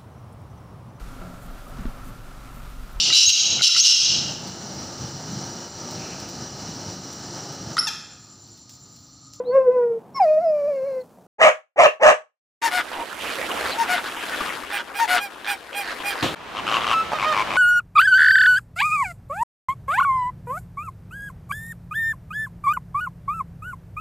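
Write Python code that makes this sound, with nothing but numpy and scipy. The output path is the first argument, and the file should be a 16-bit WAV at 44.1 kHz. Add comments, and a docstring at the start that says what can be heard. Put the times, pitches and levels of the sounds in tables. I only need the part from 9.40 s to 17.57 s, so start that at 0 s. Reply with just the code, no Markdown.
"""In a small room a dog whines twice, its voice catching now and then, and barks three times. The whines are
nearly pure tones, the barks unsteady harmonics with torn noise. Then, in an enclosure, flamingos honk (fluttering
harmonics), grunt (pulsed resonances) and knock their bills over a wash and far chatter of patchy noise, ending in
a short noise splash. Last, on an open lagoon, a flock rattles and honks, with one clear note, in a light breeze."""
import sys
import numpy as np
from scipy import signal
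from scipy.fft import rfft, irfft, next_fast_len
from scipy.io import wavfile

SR = 44100
rng = np.random.default_rng(int(sys.argv[2]) if len(sys.argv) > 2 else 0)


def persist_wave(psi):
    """Save psi, clipped to +-1, as 16-bit WAV."""
    counts = np.round(np.clip(psi, -1, 1) * 32767).astype(np.int16)
    wavfile.write(sys.argv[1], SR, np.atleast_2d(counts).T)


N = 360297
T = np.arange(N) / SR
CUTOFF_HZ = 15900  # no harmonics above this


def from_db(db):
    """Decibels to gain."""
    return 10 ** (np.asarray(db) / 20)


def rms_one(x):
    """Scale to rms 1."""
    return x / np.sqrt(np.mean(x ** 2) + 1e-20)


def at_hz(points, hz):
    """Gain of a spectrum, joined on a log-frequency axis."""
    point_hz, db = np.transpose(points)
    return from_db(np.interp(np.log(np.maximum(hz, 1)), np.log(point_hz), db))


def span(start, end):
    """Sample times between two moments."""
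    return np.arange(int(start * SR), int(end * SR)) / SR


def follow(rows):
    """Times, a 2.9 ms fade at each edge, and the columns of a curve."""
    s, *columns = np.transpose(rows)
    t = span(max(s[0], 0), s[-1])
    fade = np.clip(np.minimum(t - t[0], t[-1] - t) / 0.0029, 0, 1)
    return [t, fade] + [np.interp(t, s, column) for column in columns]


def add(out, t, x, pan_db=0):
    """Mix a sound in at its time and side; positive pan is to the left."""
    i = int(round(t[0] * SR))
    sides = from_db([[pan_db / 2], [-pan_db / 2]])
    out[:, i:i + len(t)] += (x * sides)[:, :N - i]


def white(t):
    """Fresh white noise for these times."""
    return np.random.default_rng(rng.integers(2 ** 31)).standard_normal(len(t))


def colour(x, spectrum):
    """Shape a sound by a spectrum; rms 1."""
    size = next_fast_len(len(x) + 1024)
    gains = at_hz(spectrum, np.fft.rfftfreq(size, 1 / SR))
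    return rms_one(irfft(rfft(x, size) * gains, size)[:len(x)])


def wobble(t, hz):
    """Random unsteadiness up to a given rate; rms 1."""
    return rms_one(signal.sosfilt(signal.butter(2, hz, fs=SR, output="sos"), white(t)))


def turns(hz):
    """Running phase, in radians, of a frequency."""
    return 2 * np.pi * np.cumsum(hz) / SR


def shaky(t, hz, spread):
    """A sine whose pitch shakes at random, like an unsteady resonance; rms about 1."""
    return np.sqrt(2) * np.sin(turns(hz * (1 + spread * wobble(t, 450))))


def harmonics(pitch, throat, order=1, uneven_db=0):
    """Harmonics from a given order up, weighted by the throat, each wavering on its own; rms about 1."""
    k = np.arange(order, 26)[:, None]
    waver = np.array([wobble(pitch, 18) for _ in k])
    gains = at_hz(throat, k * pitch) * (k * pitch < CUTOFF_HZ) * from_db(uneven_db * waver)
    return np.sum(gains * np.sin(k * turns(pitch)), 0) / np.sqrt(np.sum(gains ** 2, 0) / 2)


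def swell(t, rise, fall):
    """Rounded envelope; rise and fall are shares of the call."""
    u = np.linspace(0, 1, len(t))
    return np.sin(np.pi / 2 * np.clip(np.minimum(u / rise, (1 - u) / fall), 0, 1))


def mid_side(mid, side, width):
    """Left and right from a shared part and a part of opposite sign at each ear."""
    return mid + width * side * np.array([[1], [-1]])


def echoes(x, t60, wet_db, width, tone):
    """Dense reflections that die away by 60 dB in t60 seconds, partly different at each ear."""
    t = span(0, .6)
    decay = from_db(-60 * t / t60) * (t > .003)
    mid, side = [colour(white(t), tone) * decay for _ in range(2)]
    tail = mid_side(mid, side, width)
    tail /= np.sqrt(np.sum(tail ** 2) / 2)
    return x + from_db(wet_db) * signal.fftconvolve(x, tail, axes=1)[:, :N]


def rush(rows, spectrum, width, grain_db, split_hz=2500):
    """Grainy stereo noise whose low and high parts swell separately."""
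    out = np.zeros((2, N))
    t, fade, low_db, high_db = follow(rows)
    grain = from_db(grain_db * wobble(t, 250))
    mid, side = [colour(white(t) * grain, spectrum) for _ in range(2)]
    noise = mid_side(mid, side, width)
    for kind, db in (("low", low_db), ("high", high_db)):
        band = signal.sosfilt(signal.butter(3, split_hz, kind, fs=SR, output="sos"), noise)
        add(out, t, fade * from_db(db) * rms_one(band))
    return out


# broad course of each whine, before its catches: time_s, pitch_hz, fundamental_db, overtones_db
WHINE_COURSES = [
    [(0,485,-20.5,-35.5),(.06,476,-22,-66),(.108,478,-18.5,-42),(.155,531,-8.5,-25.5),(.2,527.7,-11,-31),(.285,488,-11,-39.5),(.39,485.4,-16,-32),(.574,455,-28.5,-56),(.6,446,-46,-58)],
    [(.745,1104,-42,-64),(.762,1083,-29.5,-40.5),(.786,1065,-27,-42),(.792,1004,-32,-53),(.804,810,-14.5,-40),(.865,620,-14,-44),(1.1,607,-17.5,-53),(1.19,579,-21.5,-47.5),(1.4,521.6,-24,-50),(1.595,511,-28,-51),(1.64,497,-47,-71)],
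]
# throat that weights the overtones of each whine: frequency_hz, relative_db
WHINE_THROATS = [
    [(950,13),(1550,-5),(2600,-21.5),(3200,-41.5),(8000,-52.5)],
    [(1200,7.5),(1800,-5),(2300,4.5),(3300,-27.5),(4600,-14),(11000,-38)],
]
# air through the nose: frequency_hz, relative_db (per Hz)
WHINE_AIR = [(100,-27),(900,4),(2300,-2.5),(3300,-14.5),(5400,-4.5),(8000,-17.5)]
# catches, where the throat tightens: time_s, pitch_lift_hz, fundamental_choke_db
CATCHES = [(.042,37,18),(.135,15.8,9),(0.238,8.2,15.5),(.332,27,9.5),(1.027,120,8.5),(1.285,57,-1.5),(1.471,54,-1)]
CATCH_RISE_S, CATCH_SETTLE_S, CHOKE_S = .022, .04, .025


def whines():
    """Nearly pure tones, overtones veiled by air; each catch lifts the pitch and most choke the tone."""
    out = np.zeros((2, N))
    air_levels_db = (-30, -9)  # relative to the overtones
    for rows, throat, air_db in zip(WHINE_COURSES, WHINE_THROATS, air_levels_db):
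        t, fade, pitch, tone_db, over_db = follow(rows)
        for s, lift_hz, choke_db in CATCHES:
            settling = np.where(t < s, CATCH_RISE_S, CATCH_SETTLE_S)
            pitch = pitch + lift_hz * np.exp(-np.abs(t - s) / settling)
            tone_db = tone_db - choke_db * np.exp(-((t - s) / CHOKE_S) ** 2)
        pitch = pitch * (1 + 0.0066 * wobble(t, 70))
        tone = np.sqrt(2) * from_db(tone_db + 1.2 * wobble(t, 25)) * np.sin(turns(pitch))
        air = from_db(air_db) * colour(white(t), WHINE_AIR)
        overtones = harmonics(pitch, throat, order=2, uneven_db=3.5) + air
        add(out, t, fade * (tone + from_db(over_db) * overtones))
    return out


# room air: time_s, low_db, high_db
ROOM_AIR = [(0.0, -45.5, -72.5), (1.634, -50, -64.5), (1.87, -52, -69)]
# its colour: frequency_hz, relative_db (per Hz)
ROOM_AIR_COLOUR = [(30,-34),(100,-11),(190,0.5),(320,-6.5),(800,-8),(2000,-31),(6000,-26),(15000,-28.5)]


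def room_air():
    """The quiet bed of the small room: noise, nearly the same at both ears."""
    return rush(ROOM_AIR, ROOM_AIR_COLOUR, width=0.15, grain_db=2.0)


# thin nasal whistles: start_s, end_s, mean_pitch_hz, level_db, glide_share, breathiness_share
NOSE_WHISTLES = [(0.043,0.137,4200,-51,0.2,.012),(0.741,0.798,5350,-37,-0.06,.008),(0.814,0.848,5000,-44.5,-0.14,.01),(1.03,1.125,5150,-56,-.08,.03),(1.37,1.6,4200,-65,-0.03,.004),(1.598,1.625,4240,-56,0,.02)]


def nose_whistles():
    """The nose whistles: a thin, slightly shaky sine gliding fast at first, then settling."""
    out = np.zeros((2, N))
    for start, end, hz, db, glide, breathy in NOSE_WHISTLES:
        t = span(start, end)
        bend = 1 / 4 - np.linspace(1, 0, len(t)) ** 3
        whistle = shaky(t, hz * (1 + glide * bend), breathy)
        add(out, t, from_db(db) * swell(t, 0.57, 0.3) * whistle)
    return out


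# barks: start_s, length_s, full_effort_pitch_hz, voice_db, rasp_db, voice_break_s,
# mouth_ring_from_hz, mouth_ring_to_hz, ring_db
BARKS = [(1.983,.13,631.6,-12,-14,2.032,1900,2395,-23.5),(2.359,0.13,643,-11.5,-14,2.428,1755,2850,-20.5),(2.596,.142,615,-11,-14,2.703,1900,1500,-23)]
# throat that weights the voice: frequency_hz, relative_db
BARK_VOICE = [(300,-11.5),(500,-2),(680,11),(1150,-17.5),(1800,-9.5),(2600,-19.5),(4000,-55.5)]
# throat that shapes the rasp: frequency_hz, relative_db
BARK_RASP = [(600,-39.5),(880,-14.5),(1140,3),(1550,-17),(1750,-7),(2200,-15.5),(2750,-11.5),(3500,-25.5),(4600,-33),(6600,-30),(8500,-33),(14000,-58)]
# noise from the chest: frequency_hz, relative_db (per Hz)
BARK_CHEST = [(30,-28.5),(100,-19),(380,-23),(500,2.5),(800,6),(1100,-18.5),(2000,-55)]
BARK_LEAD_S, BARK_LEAD_DB = .02, 13  # the voice creeps in to this far below full effort
BARK_ATTACK_S, BARK_ATTACK_DB = .013, 30  # then bursts open; the dB is the whole climb
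BARK_RELEASE_S, BARK_RELEASE_DB = .026, 20
BARK_SLACK_PER_DB = 0.02  # share of pitch lost per dB below full effort
BARK_SAG_HZ_PER_S = 453
JAW_DB = 10.5  # the rasp and ring are this much weaker at both ends than with the jaw wide open
BARK_BREAK_S, BARK_BREAK_DB = .0045, 5  # the voice gives way for a moment
RING_SPREAD = .04  # unsteadiness of the mouth ring and the whistle past the teeth
TEETH_HZ, TEETH_DB = 6200, -38
TEAR_HZ, TEAR_DEPTH = 130, .55  # the rasp tears in uneven pulses
BARK_LAG_S = .00016  # the barks reach the left microphone first


def barks():
    """Chaotic folds: pitch follows effort, turbulence passes each cycle, and a mouth ring glides."""
    out = np.zeros((2, N))
    for start, length, top_hz, voice_db, rasp_db, break_s, from_hz, to_hz, ring_db in BARKS:
        end = start + length
        burst = start + BARK_LEAD_S
        t, fade, effort_db = follow([
            (start, -BARK_ATTACK_DB), (burst, -BARK_LEAD_DB), (burst + BARK_ATTACK_S, 0),
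            (end - BARK_RELEASE_S, 0), (end, -BARK_RELEASE_DB)])
        effort_db = effort_db + 0.7 * wobble(t, 45)
        jaw_db = -JAW_DB * np.linspace(-1, 1, len(t)) ** 2
        jaw_db = jaw_db + np.minimum(effort_db + BARK_LEAD_DB, 0) / 2

        pitch = top_hz * np.exp(BARK_SLACK_PER_DB * effort_db) - BARK_SAG_HZ_PER_S * (t - t.mean())
        pitch = pitch * (1 + 0.055 * wobble(t, 200))
        voice = harmonics(pitch, BARK_VOICE, uneven_db=4) * (1 + 0.12 * wobble(t, 130))
        voice = voice + .5 * colour(white(t), BARK_CHEST)
        voice *= from_db(-BARK_BREAK_DB * np.exp(-((t - break_s) / BARK_BREAK_S) ** 2))

        bursts = (1 + .8 * np.cos(turns(pitch))) * from_db(2.5 * wobble(t, 150))
        turbulence = colour(white(t) * bursts, BARK_RASP)
        # when pushed, the folds slip to half their rate
        growl = harmonics(pitch / 2, BARK_RASP, order=3, uneven_db=12.0)
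        rasp = rms_one(turbulence + 0.61 * growl * from_db(effort_db / 2))
        tearing = 1 + TEAR_DEPTH * shaky(t, TEAR_HZ, .3) / np.sqrt(2)
        rasp = rms_one(rasp * tearing)

        ring_hz = np.linspace(from_hz, to_hz, len(t))
        ring = from_db(ring_db + 3.75 * wobble(t, 60)) * shaky(t, ring_hz, RING_SPREAD)
        teeth_hz = TEETH_HZ * (1 + .06 * wobble(t, 30))
        ring += from_db(TEETH_DB + 4.6 * wobble(t, 60)) * shaky(t, teeth_hz, RING_SPREAD)
        mouth = from_db(jaw_db) * (from_db(rasp_db) * rasp + ring)
        add(out, t, fade * from_db(effort_db) * (from_db(voice_db) * voice + mouth))
    tone = [(100, -11), (500, -3.0), (2800, 1.0), (8000, 0.5)]
    left, right = echoes(out, t60=0.19, wet_db=-3.5, width=1.0, tone=tone)
    return np.array([left, np.interp(T - BARK_LAG_S, T, right)])


def crowd(x, patchy_db, count=9):
    """Many far voices overlap: each stretch of the middle range swells and sinks on its own."""
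    size = next_fast_len(N)
    centres, hz = np.log(np.geomspace(400, 6000, count)), np.fft.rfftfreq(size, 1 / SR)
    spectrum, out = rfft(x, size), 0
    for own in np.eye(count):
        band = irfft(spectrum * np.interp(np.log(hz + 1), centres, own), size)[:, :N]
        is_middle = 1 - own[0] - own[-1]  # the lowest and highest stretches stay steady
        out = out + band * from_db(patchy_db * wobble(T, 14) * is_middle)
    return out


# wash of the enclosure, before its panning and patchiness: time_s, low_db, high_db
WASH = [(3.215,-37.5,-42.5),(3.78,-38.5,-40.5),(3.82,-33,-35),(4.3,-29,-33),(4.4,-32,-37),(4.75,-36,-37),(5.05,-30.5,-33.5),(5.35,-40,-46.5),(6.28,-42.5,-48),(6.5,-36.5,-41.5),(6.95,-34,-40.5)]
# its colour: frequency_hz, relative_db (per Hz)
WASH_COLOUR = [(25,-30),(59,-5),(117,-14.5),(290,0),(1610,0.5),(5880,-21.5),(11000,-23.5),(16000,-34.5)]
# its drift between the sides: time_s, left_minus_right_db
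WASH_PAN = [(3.8,-4.5),(4.25,-1.5),(4.6,-1),(5.2,4)]


def enclosure_wash():
    """Wash and far chatter: broad noise drifting from right to left, patchy in the middle range."""
    side_db = np.interp(T, *np.transpose(WASH_PAN))
    wash = rush(WASH, WASH_COLOUR, width=0.42, grain_db=2.0)
    return crowd(wash * from_db([side_db / 2, -side_db / 2]), patchy_db=3.0)


# honks: start_s, length_s, level_db, rasp (0-1), kind (0-3)
HONKS = [(3.216,.08,-21,0.5,0),(3.303,0.11,-22.5,0.58,1),(4.372,0.078,-23.5,0.22,0),(4.475,0.095,-21.5,0.48,1),
         (5.313,0.077,-26.5,0.45,2),(5.541,0.08,-28.5,0.4,2),(5.583,0.082,-22,0.2,0),(5.672,0.115,-19,0.55,1),(5.786,0.098,-30,0,2),
         (6.06,0.094,-24.5,0.2,2),(6.34,0.1,-26.5,0.13,2),(6.633,0.1,-25.5,0.15,2),(7.723,0.062,-26.5,0.2,3),(7.828,0.13,-20.5,0.1,3)]
# kinds (loud bird's high note, its low note, soft bird, lagoon bird):
# top_pitch_hz, final_drop_share, pan_db (positive left), throat (rounded to 0-3)
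HONK_KINDS = [(924,0.125,4,0.5),(730,0.09,3.5,3),(814.6,0.0465,-3,1),(622,0.055,-4,2)]
# throats (loud bird's high note, soft bird, lagoon bird, loud bird's low note): frequency_hz, relative_db
HONK_THROATS = [
    [(400,-43),(900,5),(1850,-3),(2770,-10.5),(6450,-14.5),(8800,-22),(10500,-19),(15000,-30)],
    [(810,3.5),(1620,-3.5),(2430,3.5),(4060,-13),(5600,-12),(6500,-25),(8900,-9),(9800,-16),(14000,-17)],
    [(300,-3),(620,1.5),(1230,10),(2450,-8),(3050,-4.5),(4400,-14.5),(12000,-35)],
    [(400,-35),(730,1.5),(2150,-1.5),(2900,-9),(5100,-13),(5900,-21),(10500,-18),(15000,-29)],
]
BILL_HZ, BILL_SHUT_DB = 3500, 11  # treble is weaker at both ends of a honk, with the bill half shut


def honks():
    """Pitch arches and drops; the syrinx flutters, loosest at both ends, with hoarse air on every cycle."""
    out = np.zeros((2, N))
    for start, length, db, rasp, kind in HONKS:
        top_hz, drop, pan_db, bird = HONK_KINDS[int(round(kind))]
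        t, throat = span(start, start + length), HONK_THROATS[int(round(bird))]
        away = np.linspace(-1, 1, len(t))  # 0 at the middle of the call
        loose = np.clip(rasp * (.55 + 1.2 * away ** 2), 0, 1)
        arch = 1 - 0.031 * away ** 2 - drop * np.maximum(away, 0) ** 2
        pitch = top_hz * (arch + .03 * loose * wobble(t, 500))
        flutter = 1 + .7 * loose * np.cos(turns(140 * (1 + 0.16 * wobble(t, 37))))

        air_colour = [(100, -40), (700, -12)] + [p for p in throat if p[0] > top_hz * 1.5]
        air = colour(white(t) * (1 + np.cos(turns(pitch))), air_colour)
        voice = harmonics(pitch, throat, uneven_db=2.5) + air * (.12 + 1.5 * loose)
        dull = signal.sosfilt(signal.butter(1, BILL_HZ, fs=SR, output="sos"), voice)
        voice = dull + (voice - dull) * from_db(-BILL_SHUT_DB * away ** 2)
        add(out, t, from_db(db) * rms_one(voice * flutter) * swell(t, 0.43, 0.39), pan_db)
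    return out


# hiss let out by grunts, also used for the knocks: frequency_hz, relative_db (per Hz)
GRUNT_HISS = [(200,-18),(800,5),(3000,3),(5000,-6),(9000,-17.5),(15000,-30)]
PULSE_RISE_S = .0015
GRUNT_QUICKEN, GRUNT_BLUR = .22, .7  # share of rate gained; how far the gaps fill by the end
GRUNT_SAG, GRUNT_GROW_DB = 0.1194, 1.5  # share by which the resonances sink; crescendo


def grunt(t, per_s, first_hz, second_hz, second_db, hiss_db, spread):
    """Pulses, quickening and blurring, ring two sinking throat resonances and let out hiss."""
    progress = np.linspace(0, 1, len(t))
    rate = per_s * (1 + GRUNT_QUICKEN * (progress - .5) + 0.038 * wobble(t, 60))
    cycle_share = turns(rate) / (2 * np.pi) % 1
    age = cycle_share / rate / PULSE_RISE_S  # 1 at the peak of a pulse
    pulses = age ** 2 * np.exp(2 * (1 - age)) * from_db(1.5 * wobble(t, 120))
    pulses = pulses + GRUNT_BLUR * progress ** 2
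    sag = 1 - GRUNT_SAG * (progress - .5)
    first = shaky(t, first_hz * sag, spread)
    second = from_db(second_db + 3 * wobble(t, 400)) * shaky(t, second_hz * sag, spread)
    # the hiss lingers between pulses
    hiss = from_db(hiss_db) * colour(white(t), GRUNT_HISS) * np.sqrt(pulses)
    call = (first + second) * pulses + hiss
    return rms_one(call * from_db(GRUNT_GROW_DB * progress)) * swell(t, 0.0085, 0.3)


# grunts: start_s, length_s, level_db, kind (0-7)
GRUNTS = [(3.375,.045,-25,0),(3.516,0.12,-32,5),(3.803,0.14,-34,6),(4.21,.07,-32,0),(4.284,0.058,-32.5,2),(4.534,0.062,-26,0),(4.641,0.051,-31,0),
          (4.875,.09,-34.5,1),(4.98,0.074,-35,0),(5.304,0.12,-29,1),(5.589,0.018,-27.5,0),(5.735,.062,-22,0),
          (6.045,0.078,-28.5,1),(6.329,0.028,-33.5,6),(6.411,0.13,-32.5,7),(6.683,0.063,-30.5,7),(6.754,0.07,-33.5,7),
          (7.149,0.061,-28.5,3),(7.267,0.13,-20.5,3),(7.398,0.063,-25.5,3),(7.467,0.085,-19.5,3),(7.718,0.025,-21.5,5),(7.786,0.078,-22,4),(7.925,.11,-20,4),(8.041,0.064,-32.5,4),(8.105,0.088,-22.5,4)]
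# kinds (deep, nasal, hissing, two lagoon rattles, a cluck, a squeak, a rasp): pulses_per_s,
# first_resonance_hz, second_resonance_hz, second_db, hiss_db, shake_share, pan_db (positive left)
GRUNT_KINDS = [(114.8,1450,3500,-10,-6.5,0.112,1),(113.6,1620,3210,-7,-4,0.1015,-2),(129,4270,4400,-3,-6,0.041,2),(112.3,1150,2880,-5,-7,.09,2.5),(103.3,1080,2330,-6,-9,.08,2.5),(150.3,900,1900,-12,-11.5,.17,-1.5),
               (110.1,2550,3100,-4,-4,0.061,-2),(95.5,1700,4300,-8.5,-4,0.124,-5)]


def grunts():
    """The near birds grunt and rattle, each kind with its own throat and place."""
    out = np.zeros((2, N))
    for start, length, db, kind in GRUNTS:
        *throat, pan_db = GRUNT_KINDS[int(round(kind))]
        t = span(start, start + length)
        add(out, t, from_db(db) * grunt(t, *throat), pan_db)
    return out


# bills knock on the feeding trough: start_s, level_db (before a 4 dB lift), pitch_hz, pan_db (positive left)
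KNOCKS = [(4.769,-35,910,2),(5.007,-25,1254,2.5),(5.235,-34.5,1203,7),(6.602,-33,1045,-2)]
KNOCK_T60_S = 0.043


def knocks():
    """Short, dull taps of a bill on the wet trough: a shaky ring and noise die away together."""
    out = np.zeros((2, N))
    for start, db, hz, pan_db in KNOCKS:
        t = span(start, start + KNOCK_T60_S)
        ring = shaky(t, hz, .12) + .4 * colour(white(t), GRUNT_HISS)
        add(out, t, from_db(db + 4 - 60 * (t - start) / KNOCK_T60_S) * ring, pan_db)
    return out


# colour of the splash: frequency_hz, relative_db (per Hz)
SPLASH_COLOUR = [(30,-49),(70,-9),(300,-3),(2100,-16),(3500,-9),(5000,-20.5),(16000,-39)]
SPLASH_START_S, SPLASH_HOLD_S, SPLASH_DECAY_S = 6.824, 0.016, 0.1066
SPLASH_BODY_DB, SPLASH_SPRAY_DB, SPLASH_FALL_DB = -20.5, -26, 17


def splash():
    """A slap on water: body and spray start at once, hold briefly and die away together."""
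    times = SPLASH_START_S + np.cumsum([0, SPLASH_HOLD_S, SPLASH_DECAY_S])
    below_db = np.array([0, 0, SPLASH_FALL_DB])
    rows = list(zip(times, SPLASH_BODY_DB - below_db, SPLASH_SPRAY_DB - below_db))
    return rush(rows, SPLASH_COLOUR, width=0.33, grain_db=0.0)


# breeze over the lagoon: time_s, low_db, high_db
BREEZE = [(6.955,-41.5,-49.5),(7.35,-29,-34.5),(7.68,-33,-39),(8.17,-29.5,-36.5)]
# its colour: frequency_hz, relative_db (per Hz)
BREEZE_COLOUR = [(25,-15),(70,-4),(250,-1),(1100,2.5),(1900,-4),(3100,-6.5),(5000,-18),(15000,-36)]


def breeze():
    """Light wind in the open: wide, smooth noise that swells and sinks."""
    return rush(BREEZE, BREEZE_COLOUR, width=0.51, grain_db=0.4)


NOTE_START_S, NOTE_HOLD_S, NOTE_RELEASE_S, NOTE_TAIL_S = 7.532, 0.079, 0.042, 0.1
NOTE_HZ, NOTE_DB, NOTE_TAIL_DB = 1312, -19.5, -39


def clear_note():
    """One steady, high piping call on the lagoon, nearly a sine, which sinks to a faint tail."""
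    out = np.zeros((2, N))
    times = NOTE_START_S + np.cumsum([0, NOTE_HOLD_S, NOTE_RELEASE_S, NOTE_TAIL_S])
    t, fade, db = follow(list(zip(times, (NOTE_DB, NOTE_DB, NOTE_TAIL_DB, NOTE_TAIL_DB))))
    pitch = NOTE_HZ * (1 + 0.0048 * wobble(t, 120))
    voice = harmonics(pitch, [(1320, 7.5), (2630, -7.0), (4000, -20), (12000, -39)])
    add(out, t, fade * from_db(db) * voice)
    return out


def scene():
    """Dog, enclosure and lagoon, one after another; only the enclosure has walls around the birds."""
    whining = echoes(whines() + nose_whistles(), t60=.15, wet_db=-20, width=.4, tone=[(500, 0), (8000, -6)])
    dog = whining + room_air() + barks()
    calls = honks() + grunts() + knocks() + clear_note()
    enclosed = T < BREEZE[0][0]
    walls_tone = [(300, 21.6), (1500, 8.5), (14000, 7.4)]
    enclosure = echoes(calls * enclosed, t60=0.078, wet_db=-5.0, width=0.4, tone=walls_tone)
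    lagoon = calls * ~enclosed + breeze()
    return dog + enclosure_wash() + enclosure + splash() + lagoon


def record(dry):
    """The loudest peaks are rounded and the top is cut."""
    rounded = 1.5 * np.tanh(dry / 1.5)
    return signal.sosfilt(signal.cheby2(16, 70, CUTOFF_HZ + 500, fs=SR, output="sos"), rounded)


dry = scene()
out = record(dry)
persist_wave(out)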